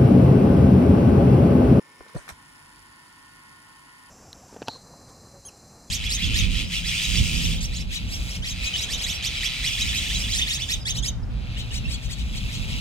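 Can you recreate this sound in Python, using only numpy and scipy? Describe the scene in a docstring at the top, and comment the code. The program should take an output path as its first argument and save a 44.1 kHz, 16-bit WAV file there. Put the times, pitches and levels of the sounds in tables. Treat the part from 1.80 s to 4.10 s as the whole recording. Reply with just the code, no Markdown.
"""An open video tape deck runs indoors, close to the stereo microphone of a hand-held camera.
The head drum's motor whines, and the drum ticks in the same pattern on every turn, while the
tape drive whirs over a low mains hum. Early on the camera is moved: a few soft knocks, a dull
bump, then a short plastic clack. From closer in, the sliding tape adds a thin rasp."""
import sys
import numpy as np
from scipy import signal
from scipy.fft import rfft, irfft
from scipy.io import wavfile

SR = 44100
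rng = np.random.default_rng(int(sys.argv[2]) if len(sys.argv) > 2 else 0)


def dump_mix(stems):
    """Bounce the given channels to the path in sys.argv[1] as a 16-bit WAV at rate SR."""
    frames = np.atleast_2d(stems).T  # one column per channel
    limited = np.clip(frames, -1, 1)  # hard clip at full scale
    pcm = np.round(limited * 32767).astype(np.int16)
    wavfile.write(sys.argv[1], SR, pcm)


N = 101429
T = np.arange(N) / SR


def amp(db):
    """Decibels to gain."""
    return 10 ** (np.asarray(db) / 20)


def unit(x):
    """Scales to rms 1."""
    return x / np.sqrt(np.mean(x ** 2) + 1e-30)


def level(points):
    """Gain over time from (s, dB) points."""
    return amp(np.interp(T, *np.transpose(points)))


def add(mix, start_s, sound):
    """Adds a sound to the mix at start_s."""
    part = mix[..., max(round(start_s * SR), 0):][..., :sound.shape[-1]]
    part += sound[..., :part.shape[-1]]


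def shaped(hz, db, size):
    """Noise with the given density in dB per Hz."""
    f = np.fft.rfftfreq(size, 1 / SR)
    density = amp(np.interp(np.log(f + 1), np.log(hz), db))
    return irfft(rfft(rng.standard_normal(size)) * density, size) * np.sqrt(SR / 2)


def band(hz, width_hz, size):
    """A seamless loop of noise in one resonance, rms 1."""
    f = np.fft.rfftfreq(size, 1 / SR)
    phases = np.exp(2j * np.pi * rng.random(len(f)))
    return unit(irfft(phases / (1 + 2 * ((f - hz) / width_hz) ** 2) ** 2, size))


def drift(top_hz):
    """Slow random motion, rms 1."""
    f = np.fft.rfftfreq(N, 1 / SR)
    return unit(irfft(rfft(rng.standard_normal(N)) * np.exp(-(f / top_hz) ** 2), N))


def swell(rise_s, size):
    """Rises to 1 in rise_s, then dies away."""
    u = np.arange(size) / SR / rise_s
    return u * np.exp(1 - u)


def burst(noise, rise_s):
    """Noise under a swell, with the energy of that swell."""
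    shape = swell(rise_s, len(noise))
    return unit(noise * shape) * np.sqrt(np.mean(shape ** 2))


def tone(hz, mid_db, side_db, wander, waver_db):
    """A slightly unsteady sine, as mid and side."""
    pitch_hz = hz * (1 + wander * drift(15.6))
    angle = 2 * np.pi * (np.cumsum(pitch_hz) / SR + rng.random())
    mid = amp(mid_db + waver_db * drift(21.6)) * np.cos(angle)
    side = amp(side_db + waver_db * drift(9.8)) * np.sin(angle)
    return np.sqrt(2) * np.array([mid, side])


def shelf(x, kind, points, hz):
    """Lets the bass ("low") or the treble ("high") follow a level curve."""
    part = signal.sosfiltfilt(signal.butter(2, hz, kind, fs=SR, output="sos"), x)
    return x + (level(points) - 1) * part


def from_left(x, delay_s):
    """Mid and side of a sound that reaches the left microphone before the right one."""
    f = np.fft.rfftfreq(N, 1 / SR)
    late = irfft(rfft(x) * np.exp(-2j * np.pi * f * delay_s), N)
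    return np.array([x + late, x - late]) / 2


DRUM_HZ = 29.97  # turns a second
# The drum motor, close up. Each row: multiple of the turn rate (rounded when played),
# mid level in dB, side level in dB, extra dB at the camera's first position.
WHINE_PARTIALS = [(36, -63, -89, -1), (44, -74.5, -82, -10), (48, -65, -86, -7), (60, -63, -67, 3),
                  (64.73, -73.5, -62.5, -1.5), (70.6, -78, -64.5, -10)]
# The whine at the moving microphone. Each row: time in seconds, gain in dB.
WHINE_LEVEL = [(0, -1), (.25, -1.5), (.6, -1.5), (1.0, -2), (1.3, -1.5), (1.55, 0), (1.85, 0.5),
               (2.3, -0.5)]


def drum_whine():
    """The motor sings at multiples of its turn rate; their balance shifts as the camera moves off."""
    at_first_position = np.interp(T, [0.29, 0.35], [1, 0])
    out = np.zeros((2, N))
    for multiple, mid_db, side_db, extra_db in WHINE_PARTIALS:
        partial = tone(round(multiple) * DRUM_HZ, mid_db, side_db, wander=0.00073, waver_db=2)
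        out += amp(extra_db * at_first_position) * partial
    return level(WHINE_LEVEL) * out


# What a tick rings with. Each row: centre in Hz, width in Hz, relative level in dB, rise in seconds.
TICK_RINGS = [(5140, 760, -46.5, 0.00044), (7480, 1600, -51.5, 0.0007), (9470, 2500, -44, 0.00043),
              (13900, 670, -59.5, 0.00033)]


def tick(ring_gains_db):
    """One bright tick: a short burst in each ring."""
    return sum(amp(db + gain_db) * burst(band(hz, width, size=512), rise)
               for (hz, width, db, rise), gain_db in zip(TICK_RINGS, ring_gains_db))


# The ticks of one turn. Each row: start as a share of the turn, then gain in dB for each of four rings.
TICK_PATTERN = [(.010, -3, -5, 1.5, -3), (.112, -8, -7, -14, -12), (.366, -5, -4, -5, -8),
                (.51, -2, -1.5, -3, 0), (.615, -10, -7, -6, -9), (.757, 1, 2, -.5, -2)]
# The drum's ticks and hiss at the moving microphone. 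Each row: time in seconds, gain in dB.
TICK_LEVEL = [(0, -3.5), (.4, -2), (.6, -1), (.9, -0.5), (1.2, -1.5), (1.7, -1), (2.3, -0.5)]


def drum_ticks():
    """The same ticks come round on every turn, each time a little different, over the drum's hiss."""
    out = amp(-65.5) * band(hz=9400, width_hz=5900, size=N)
    turns = np.arange(int(T[-1] * DRUM_HZ) + 1)
    for share, *ring_gains_db in TICK_PATTERN:
        usual = tick(ring_gains_db)
        f = np.fft.rfftfreq(len(usual))
        start_samples = (share + turns) / DRUM_HZ * SR
        for start, db in zip(start_samples, rng.normal(-6.5, 1.6, len(turns))):
            varied = usual + amp(-18) * tick(ring_gains_db)
            subsample_delay = np.exp(-2j * np.pi * f * (start % 1))
            add(out, int(start) / SR, amp(db) * irfft(rfft(varied) * subsample_delay))
    return from_left(out * level(TICK_LEVEL), delay_s=0.0003)


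# Resonances of the open chassis. Each row: centre in Hz, width in Hz, level in dB.
DRIVE_RINGS = [(871, 81, -69), (1017, 50, -65), (1400, 170, -84), (3043, 270, -72.5)]
# The drive's rubbing at the moving microphone. Each row: time in seconds, gain in dB.
DRIVE_LEVEL = [(0, -3.5), (.4, 0.5), (.7, -1.5), (1.1, -1.5), (2.3, 0.5)]
# Mains hum and gear tones. Each row: pitch in Hz, mid level in dB, side level in dB.
HUM_AND_GEARS = [(47, -71.5, -86), (98.8, -70.5, -82), (147.6, -70, -77), (246.6, -83, -76),
                 (889, -78, -100), (876, -78, -75), (943, -72.5, -103), (978, -70, -74.5),
                 (994, -78.5, -102), (980, -71, -105), (1266, -77, -75), (1305, -82, -76.5)]


def tape_drive(turn_hz=9.55, surge_db=1.5, side_db=-11):
    """Rubbing repeats each turn, surges unevenly and rings the chassis, over gear tones and hum."""
    turn_samples = round(SR / turn_hz)
    rubbing = np.zeros((2, N))
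    for channel, gain in zip(rubbing, amp([0, side_db])):
        one_turn = sum(amp(db) * band(hz, width, turn_samples) for hz, width, db in DRIVE_RINGS)
        channel += gain * np.resize(one_turn, N)
    surge = unit(amp(surge_db * drift(top_hz=22)))
    tones = sum(tone(*row, wander=0.0013, waver_db=3) for row in HUM_AND_GEARS)
    return level(DRIVE_LEVEL) * surge * rubbing + tones


# Air, tape and room around the deck. Each row: frequency in Hz, mid and side density in dB per Hz.
RUSH_SPECTRUM = [(22, -108, -116), (46.8, -90, -99), (70, -87.5, -101), (143, -87.5, -103),
                 (295.5, -86, -90.5), (435, -99.5, -91.5), (580, -100, -96.5), (780, -94.5, -100.5),
                 (900, -91, -98), (1230, -93, -107), (1510, -91.5, -102), (1700, -96.5, -82),
                 (1820, -89, -89), (2130, -99.5, -97), (2220, -99, -92.5), (2960, -95, -95),
                 (4290, -101, -102), (5600, -104, -100), (5950, -105, -108), (10800, -108, -109),
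                 (11200, -118, -108), (13500, -114, -114)]
# The rush's treble at the moving microphone. Each row: time in seconds, gain in dB.
TREBLE_LEVEL = [(0, -3), (.3, -0.5), (.4, 2.5), (.58, -0.5), (.8, 0), (1.1, -0.5), (1.6, -0.5), (2.3, -1)]
# Tape hiss at the camera's first position. Each row: centre in Hz, width in Hz, level in dB.
HISS_BANDS = [(414, 500, -65), (1025, 240, -69), (2153, 170, -64.5), (2330, 380, -68), (5330, 1000, -69)]
# That hiss fades as the microphone leaves the spot. Each row: time in seconds, gain in dB.
HISS_LEVEL = [(0, -2), (.2, 1), (.42, -2.5), (.58, -9.5), (2.3, -26)]


def rush():
    """Broad noise of the spinning drum, the sliding tape and the room."""
    hz, mid_db, side_db = np.transpose(RUSH_SPECTRUM)
    air = np.array([shaped(hz, mid_db, N), shaped(hz, side_db, N)])
    out = shelf(air, "high", TREBLE_LEVEL, hz=510)
    hiss = sum(amp(db) * band(centre, width, N) for centre, width, db in HISS_BANDS)
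    out[0] += level(HISS_LEVEL) * hiss
    return out


# Handling thumps, carried through the camera body to the microphone.
# Each row: start in seconds, pitch in Hz, rise in seconds, mid level in dB, side level in dB.
THUMPS = [(0.195, 59, 0.015, -53, -49), (.2065, 195, 0.0071, -65.5, -53), (.2083, 420, 0.0024, -37, -53),
          (0.2627, 470, 0.0021, -50, -70), (.296, 393, 0.0026, -50, -65), (0.3442, 506, 0.0072, -34.5, -49),
          (0.3506, 151, 0.0063, -26, -46), (0.3574, 104, 0.0078, -44, -25),
          (0.3582, 313, 0.0042, -35.5, -38), (0.365, 48.5, 0.013, -49, -34), (0.489, 164, 0.013, -54, -50),
          (.515, 73, 0.0095, -41.5, -49)]


def body_thumps():
    """Heavily damped swings of the camera body, reaching the left microphone first."""
    out = np.zeros((2, N))
    t = T[:SR // 4]
    for start, hz, rise, mid_db, side_db in THUMPS:
        angle = 2 * np.pi * hz * t
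        swing = np.array([amp(mid_db) * np.sin(angle), amp(side_db) * np.cos(angle)])
        add(out, start, swell(rise, len(t)) ** 2 * swing)
    return out


# Knocks and clacks on the case, right at the microphone. Each row: start in seconds,
# rise in seconds (the crack's is shorter), then levels in dB of hollow body, plastic and crack.
KNOCKS = [(0.2053, 0.0022, -52, -46, -64), (0.2625, 0.0015, -57, -52, -68), (.293, 0.0028, -61, -53, -57),
          (0.3495, 0.0024, -46, -50, -51), (.360, 0.0045, -38.5, -46, -58),
          (0.4787, 0.0019, -66, -41.5, -49), (0.49, 0.0014, -57, -39.5, -37.5),
          (0.4984, 0.0019, -61, -45, -45), (0.5049, 0.002, -55.5, -43, -53)]
# The colour of the crack. Each row: frequency in Hz, relative density in dB.
CRACK_SPECTRUM = [(300, -45), (1500, -14), (2400, 9), (2950, -41), (3600, 7), (4600, -16), (5900, -1),
                  (7000, -43), (8500, -3.5), (12000, -8), (15500, -24)]


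def case_knocks(body_side_db=-20, ring_db=-6.5, ring_t60_s=0.13):
    """Short blows on the plastic case, which rings briefly after them."""
    out = np.zeros((2, N))
    size = 4096
    for channel, body_gain in zip(out, amp([0, body_side_db])):
        for start, rise, body_db, plastic_db, crack_db in KNOCKS:
            body = amp(body_db) * burst(band(hz=517, width_hz=540, size=size), rise)
            plastic = amp(plastic_db) * burst(band(hz=1210, width_hz=1330, size=size), rise)
            crack = amp(crack_db) * burst(shaped(*np.transpose(CRACK_SPECTRUM), size), 0.64 * rise)
            add(channel, start, body_gain * body + plastic + crack)
        clack_edge = amp(-48.5) * burst(band(hz=11000, width_hz=3500, size=size), rise_s=0.0016)
        add(channel, start_s=0.4902, sound=clack_edge)
    t = T[:SR // 4]
    tail = rng.standard_normal((2, len(t))) * np.exp(-np.log(1000) * t / ring_t60_s)
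    ringing = signal.fftconvolve(out, tail / np.linalg.norm(tail[0]), axes=1)[:, :N]
    return out + amp(ring_db) * ringing


# Scrapes on the case, next to the microphone.
# Each row: start in seconds, rise in seconds, centre in Hz, width in Hz, level in dB.
SCRAPES = [(0.279, 0.0074, 4600, 3500, -59.5), (.36, 0.018, 8540, 1500, -56),
           (0.345, 0.034, 6200, 1100, -63.5), (0.345, 0.0079, 4470, 5000, -59),
           (0.371, 0.0038, 4300, 600, -55), (0.38, 0.012, 1670, 1110, -54.5),
           (0.48, 0.013, 6030, 6000, -51), (.488, .007, 1600, 1690, -45), (.492, 0.0073, 850, 300, -50),
           (.492, 0.007, 2290, 490, -51.5), (.4895, .005, 3670, 1540, -52),
           (.491, 0.0086, 5800, 800, -53.5), (0.491, 0.0073, 8370, 1200, -52),
           (.752, .005, 5130, 900, -62.5)]


def case_scrapes(side_db=-1.5, grain_db=1.5):
    """Brief grainy scrapes of fingers and plastic sliding on the case."""
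    out = np.zeros((2, N))
    for channel, gain in zip(out, amp([0, side_db])):
        for start, rise, hz, width, db in SCRAPES:
            add(channel, start, gain * amp(db) * burst(band(hz, width, size=16384), rise))
    grain = unit(amp(grain_db * drift(top_hz=300)))
    return out * grain


# The rasp as the microphone nears the tape. Each row: time in seconds, level in dB.
RASP_LEVEL = [(0, -90), (.7, -83), (.95, -71), (2.3, -72.5)]


def tape_rasp(flutter_db=1.7):
    """A thin, fluttering rasp of the sliding tape, heard once the camera has come closer."""
    flutter = amp(flutter_db * drift(top_hz=54))
    friction = np.array([band(hz=4610, width_hz=320, size=N) for _ in range(2)])
    return level(RASP_LEVEL) * flutter * friction


# The bass fades in as the camera starts up, then swells and dips. Each row: time in seconds, gain in dB.
BASS_LEVEL = [(0, -26), (.13, -12), (.2, -14), (.34, -6), (.55, 1.5), (.8, -0.5), (1.0, 5), (1.2, -5),
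              (1.37, -3), (1.5, -0.5), (2.3, -3.5)]


def scene():
    """Deck and handling noise as mid and side, turned into left and a slightly louder right."""
    deck = drum_whine() + drum_ticks() + tape_rasp()
    deck += shelf(tape_drive() + rush(), "low", BASS_LEVEL, hz=128)
    mid, side = deck + body_thumps() + case_knocks() + case_scrapes()
    return np.array([mid + side, mid - side]) * amp([[-0.3], [0.3]])


def record(dry):
    """The camera's band limit."""
    lowpass = signal.firwin(511, cutoff=15750, window=("kaiser", 9), fs=SR)
    return signal.oaconvolve(dry, lowpass[None], "same")


dry = scene()
out = record(dry)
dump_mix(out)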